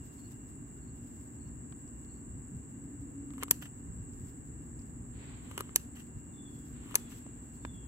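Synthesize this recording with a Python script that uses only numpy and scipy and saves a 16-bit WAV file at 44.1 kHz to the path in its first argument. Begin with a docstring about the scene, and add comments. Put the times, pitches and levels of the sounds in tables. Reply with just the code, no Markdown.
"""Crickets buzz from the start over a low outdoor rumble, with a faint brushing hand close by.
Scissors then cut a mushroom on a mossy woodland floor: three times flesh cracks, blades snap and rub open.
A far bird whistles, something rustles softly, twigs tick.
Contact sounds are noise bursts and slips driving resonances; animals are gliding sines; the air is coloured noise."""
import sys
import numpy as np
from scipy import signal
from scipy.fft import rfft, irfft
from scipy.io import wavfile

SR = 44100
rng = np.random.default_rng(int(sys.argv[2]) if len(sys.argv) > 2 else 0)


def to_wav(s):
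    """Save 16-bit WAV."""
    ch = np.atleast_2d(s).T  # columns
    pcm = np.round(np.clip(ch, -1, 1) * 32767)  # PCM
    wavfile.write(sys.argv[1], SR, pcm.astype(np.int16))


N = 347135
TIME_S = np.arange(N) / SR
FREQS_HZ = np.maximum(np.arange(N // 2 + 1) * SR / N, 1)

# Levels in the tables are relative: gains, resonances and echoes follow. Colours are dB per Hz, scaled to rms 1.
# left-right likeness of noise: f/Hz, likeness (-1 to 1)
STEREO_LIKENESS = [(60, 0.9), (130, 0.96), (290, 0.83), (640, 0.026), (1400, -0.14), (3100, -0.1),
                   (15000, -0.045)]

# outdoor noise colours: f/Hz, density/dB
RUMBLE_COLOUR = [(11, -34.5), (18, -37), (43, -6), (59, 1), (86, -4.5), (114, -1), (200, -9.5), (260, -37),
                 (440, -120)]
DRONE_COLOUR = [(170, -17), (205, -5.5), (225, -1), (240, 5.5), (255, -2), (280, 2), (320, -6),
                (400, -11.5), (520, -21.5), (800, -56)]
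AIR_COLOUR = [(300, -10), (600, 4), (800, 2.5), (1100, 2.5), (1350, -1.5), (1650, 2), (2050, -3.5),
              (2480, -11), (2800, -9), (3200, -19), (4400, -18.5), (5300, -43), (9000, -50)]
HISS_COLOUR = [(9000, -21.5), (10500, -33.5), (12500, -23), (14200, -2), (15100, 6), (15600, -5.5)]
# rises of the rumble: middle t/s, half length/s, rise/dB
RUMBLE_SWELLS = [(0.615, 0.012, 5.5), (1.463, 0.083, 5), (2.307, 0.079, 5), (2.56, 0.055, 8),
                 (3.9, 0.029, 7.5), (3.99, 0.093, 7), (4.224, 0.063, 5), (4.61, 0.053, 4.5),
                 (5.07, 0.38, 3), (6.164, 0.018, 8.5)]
RUMBLE_DB, RUMBLE_WANDER_DB = -50, -1
# far drone: t/s, level/dB
DRONE_LEVEL = [(0, -52), (2.4, -51), (3.25, -49.5), (3.7, -53.5), (4, -50.5), (5.85, -51.5), (7.05, -50),
               (7.4, -53), (7.87, -52)]
# narrow hum in the drone, swelling once
HUM_AT_S, HUM_HALF_S, HUM_HZ, HUM_WIDTH_HZ, HUM_DB = 3.204, 0.504, 278.6, 22, -49

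# soft far rustle: t/s, length before the fade/s, level/dB
RUSTLES = [(5.106, 0.23, -61), (6.697, 0.35, -64)]
# rustle colour: f/Hz, density/dB
RUSTLE_COLOUR = [(300, -12), (550, 2.5), (900, 3), (1400, 1), (1900, 3), (2700, 0.5), (3300, -2),
                 (4300, -5.5), (4900, -14), (6000, -20), (9000, -43)]

# falling bird whistles: t/s, length/s, start f/Hz, end f/Hz, level/dB
WHISTLES = [(6.285, 0.43, 3650, 3270, -69), (6.858, 0.4, 3600, 3270, -72), (7.58, 0.38, 3700, 3160, -70.5)]

# far cricket chorus: f/Hz, density/dB
CHORUS_COLOUR = [(5600, -49), (6300, -20), (6800, -8), (7200, 0.5), (7750, 1.5), (8150, -3), (8700, -16),
                 (9700, -18), (10400, -43)]
# tree-cricket trill: t/s, level/dB
TRILL_LEVEL = [(0, -72.5), (1.2, -79.5), (2, -77.5), (3, -80), (4.2, -78), (5, -82), (6.3, -76),
               (7.87, -73.5)]
TRILL_HZ = 2790
# two-note chirps: first note t/s, level/dB
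CRICKET_CHIRPS = [(.2, -70), (.83, -77), (1.41, -76), (2.1, -75), (5.3, -75), (6.49, -79), (7.56, -77)]
CHIRP_NOTE_HALF_S, CHIRP_NOTE_SPACING_S = 0.017, 0.056
# near cricket: t/s, level/dB
CRICKET_LEVEL = [(0, -56.5), (2.2, -53.5), (2.9, -55.5), (3.9, -53.5), (5.3, -57), (7.87, -55)]
# its strokes in a wing beat: place (0-1), half width/beats, f/Hz, fall/(Hz per beat), level/dB, L-R/dB
WING_STROKES = [(0.18, 0.18, 7875, 220, 3.5, 5.5), (.55, 0.19, 7440, 110, 1.5, 0.5),
                (0.06, 0.17, 8520, 350, -19.5, 1)]
BUZZ_WING_HZ = 47.2

# dry twigs ticking: t/s, level/dB, pitch ratio (limited to 0.7-1.3)
TWIG_TICKS = [(1.4794, -40, 1.15), (1.8771, -39, 1), (2.0482, -37, 1.4), (4.1345, -38, 1.1),
              (4.7925, -35, 0.87), (4.8194, -37, 1)]
# twig resonances: f/Hz, width/Hz, level/dB, L-R/dB
TWIG_MODES = [(3270, 570, -1, 5), (5350, 2300, 1, 0), (12000, 4000, -14, 2)]

# hand shifting on mushroom and moss: middle t/s, half length/s, level/dB
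BRUSHES = [(0.098, 0.24, -75), (.65, 0.25, -88), (1.113, 0.15, -76), (4.26, 0.12, -81),
           (6.638, 0.094, -71.5), (7.143, 0.062, -71.5), (7.55, 0.15, -81)]
# brushing colour: f/Hz, density/dB
BRUSH_COLOUR = [(2500, 1), (4500, 0), (8000, 6.5), (10500, 1), (13000, 4.5), (15200, 1)]
HOLD_DB = -84.5  # hand at rest, relative as in BRUSHES

# loose handles clacking: t/s, level/dB, pitch ratio
CLACKS = [(1.724, -22, 1.13), (7.6503, -11, 0.93)]
# handle resonances: f/Hz, width/Hz, level/dB, L-R/dB
HANDLE_MODES = [(330, 100, 4.5, -6), (654, 330, 0.5, 6), (990, 170, 4, -2), (1550, 160, -5.5, 4),
                (1890, 250, -14.5, 3), (2600, 540, -21, 3), (3800, 170, -19, 21)]
# dull knock as the mushroom comes free: t/s, f/Hz, width/Hz, level/dB
KNOCKS = [(7.265, 595, 178, -10.5)]

# snips: shut t/s, snap/dB, L-R/dB, squeeze lead/s, squeeze/dB, pressure half length/s, ring pitch ratio
SNIPS = [(3.5106, 1.5, -2, .087, -54, 0.046, 1.06), (5.7599, 0, -1.5, 0.16, -54, 0.12, 0.98),
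         (6.9552, 0, 1, 0.034, -59, 0.08, 0.98)]
SQUEEZE_HALF_S, SQUEEZE_TREBLE_DB = 0.013, -3.5
SETTLE_DECAY_S, SETTLE_DB, SETTLE_TREBLE_DB = 0.04, -58, 9.5
PRESS_DB, PRESS_LEAD = -61.5, 0.23  # pressure peaks this share of its half length before the squeeze
# crunches of the opening blades: t/s, fall time/s, level/dB, hiss above level/dB
CRUNCHES = [(3.6234, 0.0094, -39.5, -1), (3.654, 0.012, -45.5, -15), (5.961, 0.035, -53, 7.5),
            (6, .014, -54.5, 7.5), (7.119, 0.017, -53.5, 10.5)]
CRUNCH_SHARP_DB, CRUNCH_RUB_DB = -2.5, -6  # slips into upper modes; hiss into lower modes
# cracks in the flesh: t/s, level/dB, treble/dB, crumbling decay/s
CRACKS = [(3.305, -27, -14.5, 0.0018), (3.336, -29, -5, 0.0058), (3.381, -25, -4, 0.0048),
          (3.427, -9.5, -14, 0.0044), (3.4335, -6.5, 3, 0.0024), (3.482, -20.5, -8, 0.0024),
          (3.5085, -11, 1, 0.0015), (5.513, -20.5, -3, 0.005), (5.578, -7.5, 0.5, 0.0026),
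          (5.58, -11.5, -5, .001), (5.591, -22, 4, 0.0035), (5.602, -18, -2.5, 0.006),
          (5.607, -7, 1, 0.0015), (5.693, -25, -26, 0.0016), (6.911, -25, -1, .0025),
          (6.944, -14.5, -4, 0.0031), (6.9603, -15.5, -10, 0.0017)]
# resonances of blades buried in flesh, sliding blades, snapping scissors: f/Hz, width/Hz, level/dB, L-R/dB
FLESH_MODES = [(386, 170, 7, -3), (537, 92, 0, 6), (1074, 215, 10, -1), (1230, 140, 3.5, 11),
               (1720, 160, -17, -8), (2100, 210, -0.5, 12), (2820, 150, 0, -15), (4500, 590, -10, -10),
               (7800, 2000, -8.5, -14), (10000, 2200, -3, 9.5), (14000, 1600, -30, 0.5)]
BLADE_MODES = [(1105, 1200, -5, -4), (1460, 200, -2, 3), (1870, 280, 5.5, -1.5), (2800, 290, 10, 2),
               (4500, 1500, -9, 4), (6240, 550, -8, -6), (9000, 9000, -9.5, 1), (13500, 5000, -18, -6)]
SCISSOR_MODES = [(406, 230, 0.5, 1.5), (910, 82, 3.5, 2), (1180, 220, -1.5, -2), (1730, 120, 2, 2),
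                 (2310, 440, 4.5, 7.5), (3060, 260, 0.5, -7), (4070, 1200, 1.5, 5), (6570, 730, 9, -10.5),
                 (7900, 700, 10, -6.5), (10300, 1150, 14, 8), (11730, 970, 14.5, 3.5), (13700, 2200, 2, 10)]
LEFT_LAG_S = 6 / SR  # scissors lie a little to the right
CUTOFF_HZ = 15750


def from_db(db):
    """Decibels to gain."""
    return 10 ** (np.asarray(db) / 20)


def rms_one(x):
    """Scale to rms 1."""
    return x / np.sqrt(np.mean(x ** 2) + 1e-20)


def panned(pan_db):
    """Left and right gains for a level difference."""
    return from_db(np.array([[pan_db], [-pan_db]]) / 2)


def over_time(points):
    """A level curve at every sample."""
    s, level_db = np.transpose(points)
    return np.interp(TIME_S, s, level_db)


def over_hz(points):
    """A spectrum joined on a log-frequency axis."""
    hz, values = np.transpose(points)
    return np.interp(np.log(FREQS_HZ), np.log(hz), values)


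def swell(s, half_s):
    """Bell-shaped rise and fall about a moment."""
    return np.exp(-np.minimum(((TIME_S - s) / half_s) ** 2, 50))


def dying(s, decay_s):
    """Starts at a moment and fades evenly in dB."""
    return (TIME_S >= s) * np.exp(-np.clip((TIME_S - s) / decay_s, 0, 50))


def drift(rate_hz):
    """Random wander below a rate, rms 1."""
    spectrum = rfft(rng.standard_normal(N))
    return rms_one(irfft(spectrum / (1 + (FREQS_HZ / rate_hz) ** 4), N))


def coloured(spectrum):
    """Stereo noise of a given colour, alike in the bass and nearly unrelated in the treble; rms 1."""
    mid, side = rfft(rng.standard_normal((2, N)))
    alike = np.clip(over_hz(STEREO_LIKENESS), -1, 1)
    both = np.sqrt(1 + alike) * mid + np.sqrt(1 - alike) * side * [[1], [-1]]
    return rms_one(irfft(both * from_db(over_hz(spectrum)), N))


def tone(hz):
    """A sine that follows a pitch curve."""
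    return np.sin(2 * np.pi * np.cumsum(hz) / SR)


def burst(decay_s, size=2048):
    """Dying cluster of tiny contacts with unit energy on each side."""
    grains = rng.standard_normal((2, size)) * np.exp(-np.arange(size) / SR / decay_s)
    return grains / np.sqrt(np.sum(grains ** 2, axis=1, keepdims=True))


def grit(per_s, spread_db):
    """Tiny slips at random moments, of random strength and sign; rms 1."""
    strength_db = spread_db * np.minimum(rng.exponential(1, N), 3)
    sizes = from_db(strength_db) * rng.choice([-1, 1], N)
    return rms_one((rng.random(N) < per_s / SR) * sizes)


def resonate(x, hz, width_hz):
    """One resonance with gain near 1 on top."""
    r = np.exp(-np.pi * width_hz / SR)
    zeros = np.array([1, 0, -1]) * (1 - r * r) / 2
    poles = [1, -2 * r * np.cos(2 * np.pi * hz / SR), r * r]
    return signal.lfilter(zeros, poles, x + 1e-18)


def body(force, sharp_force, modes):
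    """Parallel resonances: upper ones answer to the sharp force, lower ones to the dulled force."""
    upper_hz = 4000
    lowpass = signal.butter(2, upper_hz, fs=SR, output="sos")
    dull = signal.sosfilt(lowpass, force + 1e-18)
    out = 0
    for hz, width_hz, db, pan_db in modes:
        drive = sharp_force if hz > upper_hz else dull
        out = out + from_db(db) * panned(pan_db) * resonate(drive, hz, width_hz)
    return out


def retuned(modes, ratio):
    """The same resonances, shifted by the grip and the point of contact."""
    return [(hz * np.clip(ratio, .7, 1.3), *rest) for hz, *rest in modes]


def add(track, s, sound):
    """Mix a short sound in at a time."""
    at = int(round(s * SR))
    track[:, at:at + sound.shape[-1]] += sound


def taps(rows, modes, rattle_db, rattle_s):
    """A light object taps once and rattles for an instant."""
    out = np.zeros((2, N))
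    for s, db, ratio in rows:
        tap = from_db(rattle_db) * burst(rattle_s)
        tap[:, 0] += 1
        add(out, s, from_db(db) * body(tap, tap, retuned(modes, ratio)))
    return out


def scatter(x, near_db, near_s, far_db, far_s):
    """Ground answers at once, trees with a longer tail: two dying noise bursts as echo."""
    near = from_db(near_db) * burst(near_s, size=16384)
    far = from_db(far_db) * burst(far_s, size=16384)
    return x + signal.fftconvolve(x, near + far, axes=1)[:, :N]


def outdoors(drone_trim_db, air_db, hiss_db):
    """Swelling low rumble, far drone, soft wash of open air and fine high hiss, all coloured noise."""
    swells_db = sum(db * swell(s, half_s) for s, half_s, db in RUMBLE_SWELLS)
    rumble_db = RUMBLE_DB + RUMBLE_WANDER_DB * drift(7.9) + swells_db
    rumble = from_db(rumble_db) * coloured(RUMBLE_COLOUR)
    drone = from_db(over_time(DRONE_LEVEL) + drone_trim_db) * coloured(DRONE_COLOUR)
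    air = from_db(air_db) * coloured(AIR_COLOUR)
    return rumble + drone + air + from_db(hiss_db) * coloured(HISS_COLOUR)


def hum():
    """A narrow band of the far drone rises and sinks: noise through two equal resonances."""
    band = resonate(rng.standard_normal(N), HUM_HZ, HUM_WIDTH_HZ)
    band = resonate(band, HUM_HZ, HUM_WIDTH_HZ)
    return from_db(HUM_DB) * swell(HUM_AT_S, HUM_HALF_S) * rms_one(band)


def rustles(rise_s, fall_s, uneven_db):
    """Each rustle swells, holds and sinks away, too far off for single grains to be heard."""
    level = 0
    for s, length_s, db in RUSTLES:
        rise = (1 - swell(s, rise_s)) * (TIME_S >= s)
        hold = TIME_S < s + length_s
        level = level + from_db(db) * rise * (hold + dying(s + length_s, fall_s))
    return level * from_db(uneven_db * drift(15)) * coloured(RUSTLE_COLOUR)


def bird(waver_hz, flutter_db):
    """Each whistle swells quickly, slides down and fades, broken up by strong echoes from the trees."""
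    out = np.zeros(N)
    for s, length_s, start_hz, end_hz, db in WHISTLES:
        age = np.clip((TIME_S - s) / length_s, 0, 1)
        hz = end_hz + (start_hz - end_hz) * (1 - age) ** 1.5
        level = from_db(db + flutter_db * drift(25)) * np.sin(np.pi * age ** .7) ** 2
        out += level * tone(hz + waver_hz * drift(150))
    return scatter(np.array([out, out]), near_db=-1, near_s=.02, far_db=0, far_s=.09)


def far_crickets(chorus_db, trill_db, trill_flutter_db, chirp_db, chirp_hz):
    """High noise chorus, wavering tree-cricket tone and two-note chirps echoing in the undergrowth."""
    chorus = from_db(chorus_db) * coloured(CHORUS_COLOUR) * panned(pan_db=-1.5)
    trill_level = from_db(trill_db + over_time(TRILL_LEVEL) + trill_flutter_db * drift(14))
    trill = trill_level * tone(TRILL_HZ + 22 * drift(61.6))
    notes = 0
    for s, db in CRICKET_CHIRPS:
        pair = swell(s, CHIRP_NOTE_HALF_S) + swell(s + CHIRP_NOTE_SPACING_S, CHIRP_NOTE_HALF_S)
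        notes = notes + from_db(db + chirp_db) * pair
    chirps = notes * tone(chirp_hz + 70 * drift(214))
    chirps = scatter(chirps * panned(pan_db=-1), near_db=-2, near_s=0.008, far_db=-3, far_s=0.04)
    return chorus + trill * panned(pan_db=-6.5) + chirps


def near_cricket(level_db, wander_beats, jitter_hz, uneven_db):
    """Each wing stroke drags the file over the scraper: a short, rough, slightly falling tone."""
    beats = BUZZ_WING_HZ * TIME_S + wander_beats * drift(2)
    song = 0
    for place, half_width, hz, fall_hz, db, pan_db in WING_STROKES:
        progress = (beats - place + .5) % 1 - .5
        pitch = hz - fall_hz * progress + jitter_hz * drift(244.6)
        pressure = from_db(db + uneven_db * drift(80)) * np.exp(-(progress / half_width) ** 2)
        song = song + panned(pan_db) * pressure * tone(pitch)
    song = scatter(song, near_db=0.0, near_s=0.0051, far_db=0.5, far_s=0.019)
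    return from_db(over_time(CRICKET_LEVEL) + level_db) * rms_one(song)


def twig_ticks():
    """Dry twigs in the litter tick: short taps ringing broad high resonances."""
    return taps(TWIG_TICKS, TWIG_MODES, rattle_db=-0.5, rattle_s=0.0064)


def brushing(level_db, uneven_db):
    """Skin on mushroom and moss: faint uneven hiss, swelling with each shift of the grip."""
    motion = from_db(HOLD_DB) + sum(from_db(db) * swell(s, half_s) for s, half_s, db in BRUSHES)
    return motion * from_db(level_db + uneven_db * drift(22.7)) * coloured(BRUSH_COLOUR)


def handle_clacks():
    """Loose handles clack: taps ringing the handle resonances."""
    return taps(CLACKS, HANDLE_MODES, rattle_db=2, rattle_s=0.002)


def knocks():
    """Soft flesh and moss damp each knock within a few cycles."""
    out = np.zeros(N)
    for s, hz, width_hz, db in KNOCKS:
        out += from_db(db) * resonate(signal.unit_impulse(N, round(s * SR)), hz, width_hz)
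    return out


def crunches(slips_per_s, spread_db, hiss_db, hiss_rise_s, hiss_decay_s):
    """Opening blades stick and slip: each crunch starts at once, inside a steel hiss that trails off."""
    force, hiss = np.zeros((2, N))
    for s, length_s, db, treble_db in CRUNCHES:
        force += from_db(db) * (TIME_S >= s) * swell(s, length_s)
        envelope = (TIME_S < s) * swell(s, hiss_rise_s) + dying(s, hiss_decay_s)
        hiss += from_db(db + treble_db) * envelope
    force = force * grit(slips_per_s, spread_db)
    hiss = from_db(hiss_db) * hiss * rng.standard_normal((2, N))
    dull = force + from_db(CRUNCH_RUB_DB) * hiss
    sharp = from_db(CRUNCH_SHARP_DB) * force + hiss
    return body(dull, sharp, BLADE_MODES)


def pressing(fibres_per_s, spread_db, treble_db, steel_db):
    """Around each shearing stroke the edges bear down; fibres part, crackling in flesh and blades."""
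    pressure = 0
    for s, _, _, lead_s, _, press_s, _ in SNIPS:
        pressure = pressure + swell(s - lead_s - PRESS_LEAD * press_s, press_s)
    force = from_db(PRESS_DB) * pressure * grit(fibres_per_s, spread_db)
    sharp = from_db(treble_db) * force
    return body(force, sharp, FLESH_MODES) + from_db(steel_db) * body(force, sharp, BLADE_MODES)


def blade_strokes():
    """Every snip shears, then grinds to rest: pairs of (pressure over time, treble/dB)."""
    for s, _, _, lead_s, squeeze_db, _, _ in SNIPS:
        yield from_db(squeeze_db) * swell(s - lead_s, SQUEEZE_HALF_S), SQUEEZE_TREBLE_DB
        yield from_db(SETTLE_DB) * dying(s, SETTLE_DECAY_S), SETTLE_TREBLE_DB


def rubs(slips_per_s, hiss_db, level_db):
    """Blade friction: a dense run of tiny slips with a fine hiss."""
    hiss = from_db(hiss_db) * rng.standard_normal((2, N))
    friction = rms_one(grit(slips_per_s, spread_db=8) + hiss)
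    strokes = list(blade_strokes())
    force = sum(stroke for stroke, treble_db in strokes)
    sharp = sum(stroke * from_db(treble_db) for stroke, treble_db in strokes)
    return from_db(level_db) * body(force * friction, sharp * friction, BLADE_MODES)


def cracks(tick_db, crumble_db):
    """Each bundle of fibres parts with a tick and crumbles for a few milliseconds."""
    force, sharp = np.zeros((2, 2, N))
    for s, db, treble_db, crumble_s in CRACKS:
        crack = from_db(crumble_db) * burst(crumble_s)
        crack[:, 0] += from_db(tick_db)
        add(force, s, from_db(db) * crack)
        add(sharp, s, from_db(db + treble_db) * crack)
    return body(force, sharp, FLESH_MODES)


def snaps(bounce_db, bounce_s, chatter_db, chatter_s, slide_db, slide_s):
    """Flesh gives way: the edges race over each other, hit the stop, bounce once and chatter briefly."""
    out = np.zeros((2, N))
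    for s, db, pan_db, _, _, _, ratio in SNIPS:
        slide = from_db(slide_db) * burst(slide_s, size=170)[0, ::-1]  # reversed: grows towards the stop
        stop = from_db(chatter_db) * burst(chatter_s)[0]
        stop[0] += 1
        stop[int(bounce_s * SR)] += from_db(bounce_db)
        force = np.concatenate([slide, stop])
        modes = retuned(SCISSOR_MODES, ratio)
        # neighbouring resonances swing in opposite directions
        ring = body(force, force, modes[::2]) - body(force, force, modes[1::2])
        add(out, s - len(slide) / SR, from_db(db) * panned(pan_db) * ring)
    return out


def scene():
    """Scissors close by, with insects, bird and rumble around them."""
    around = outdoors(drone_trim_db=0.0, air_db=-66, hiss_db=-78.5) + hum()
    around = around + rustles(rise_s=0.053, fall_s=0.3, uneven_db=1.5)
    around = around + bird(waver_hz=34, flutter_db=3)
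    insects = far_crickets(chorus_db=-60.0, trill_db=-3.5, trill_flutter_db=2.5, chirp_db=1.0, chirp_hz=4370)
    insects = insects + near_cricket(level_db=-2.5, wander_beats=0.062, jitter_hz=45.7, uneven_db=1.17)
    hand = brushing(level_db=6.0, uneven_db=3.5)

    close = twig_ticks() + handle_clacks() + knocks()
    close = close + crunches(slips_per_s=1300, spread_db=-4, hiss_db=-5, hiss_rise_s=0.01, hiss_decay_s=0.027)
    close = close + pressing(fibres_per_s=980, spread_db=-0.5, treble_db=-2, steel_db=-0.5)
    close = close + rubs(slips_per_s=1600, hiss_db=3, level_db=7.0)
    close = close + cracks(tick_db=-2.5, crumble_db=-3.5)
    close = close + snaps(bounce_db=-11.5, bounce_s=0.000667, chatter_db=-13.5, chatter_s=0.0031,
                          slide_db=-18, slide_s=0.0031)
    late_left = np.interp(TIME_S - LEFT_LAG_S, TIME_S, close[0])
    close = np.array([late_left, close[1]])
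    close = scatter(close, near_db=-8.5, near_s=0.0028, far_db=-31.5, far_s=0.05)
    return around + insects + hand + close


def record(dry):
    """Round the highest peaks and cut the top steeply."""
    top = .85
    rounded = top * np.tanh(dry / top)
    return irfft(rfft(rounded) / np.sqrt(1 + (FREQS_HZ / CUTOFF_HZ) ** 160), N)


dry = scene()
out = record(dry)
to_wav(out)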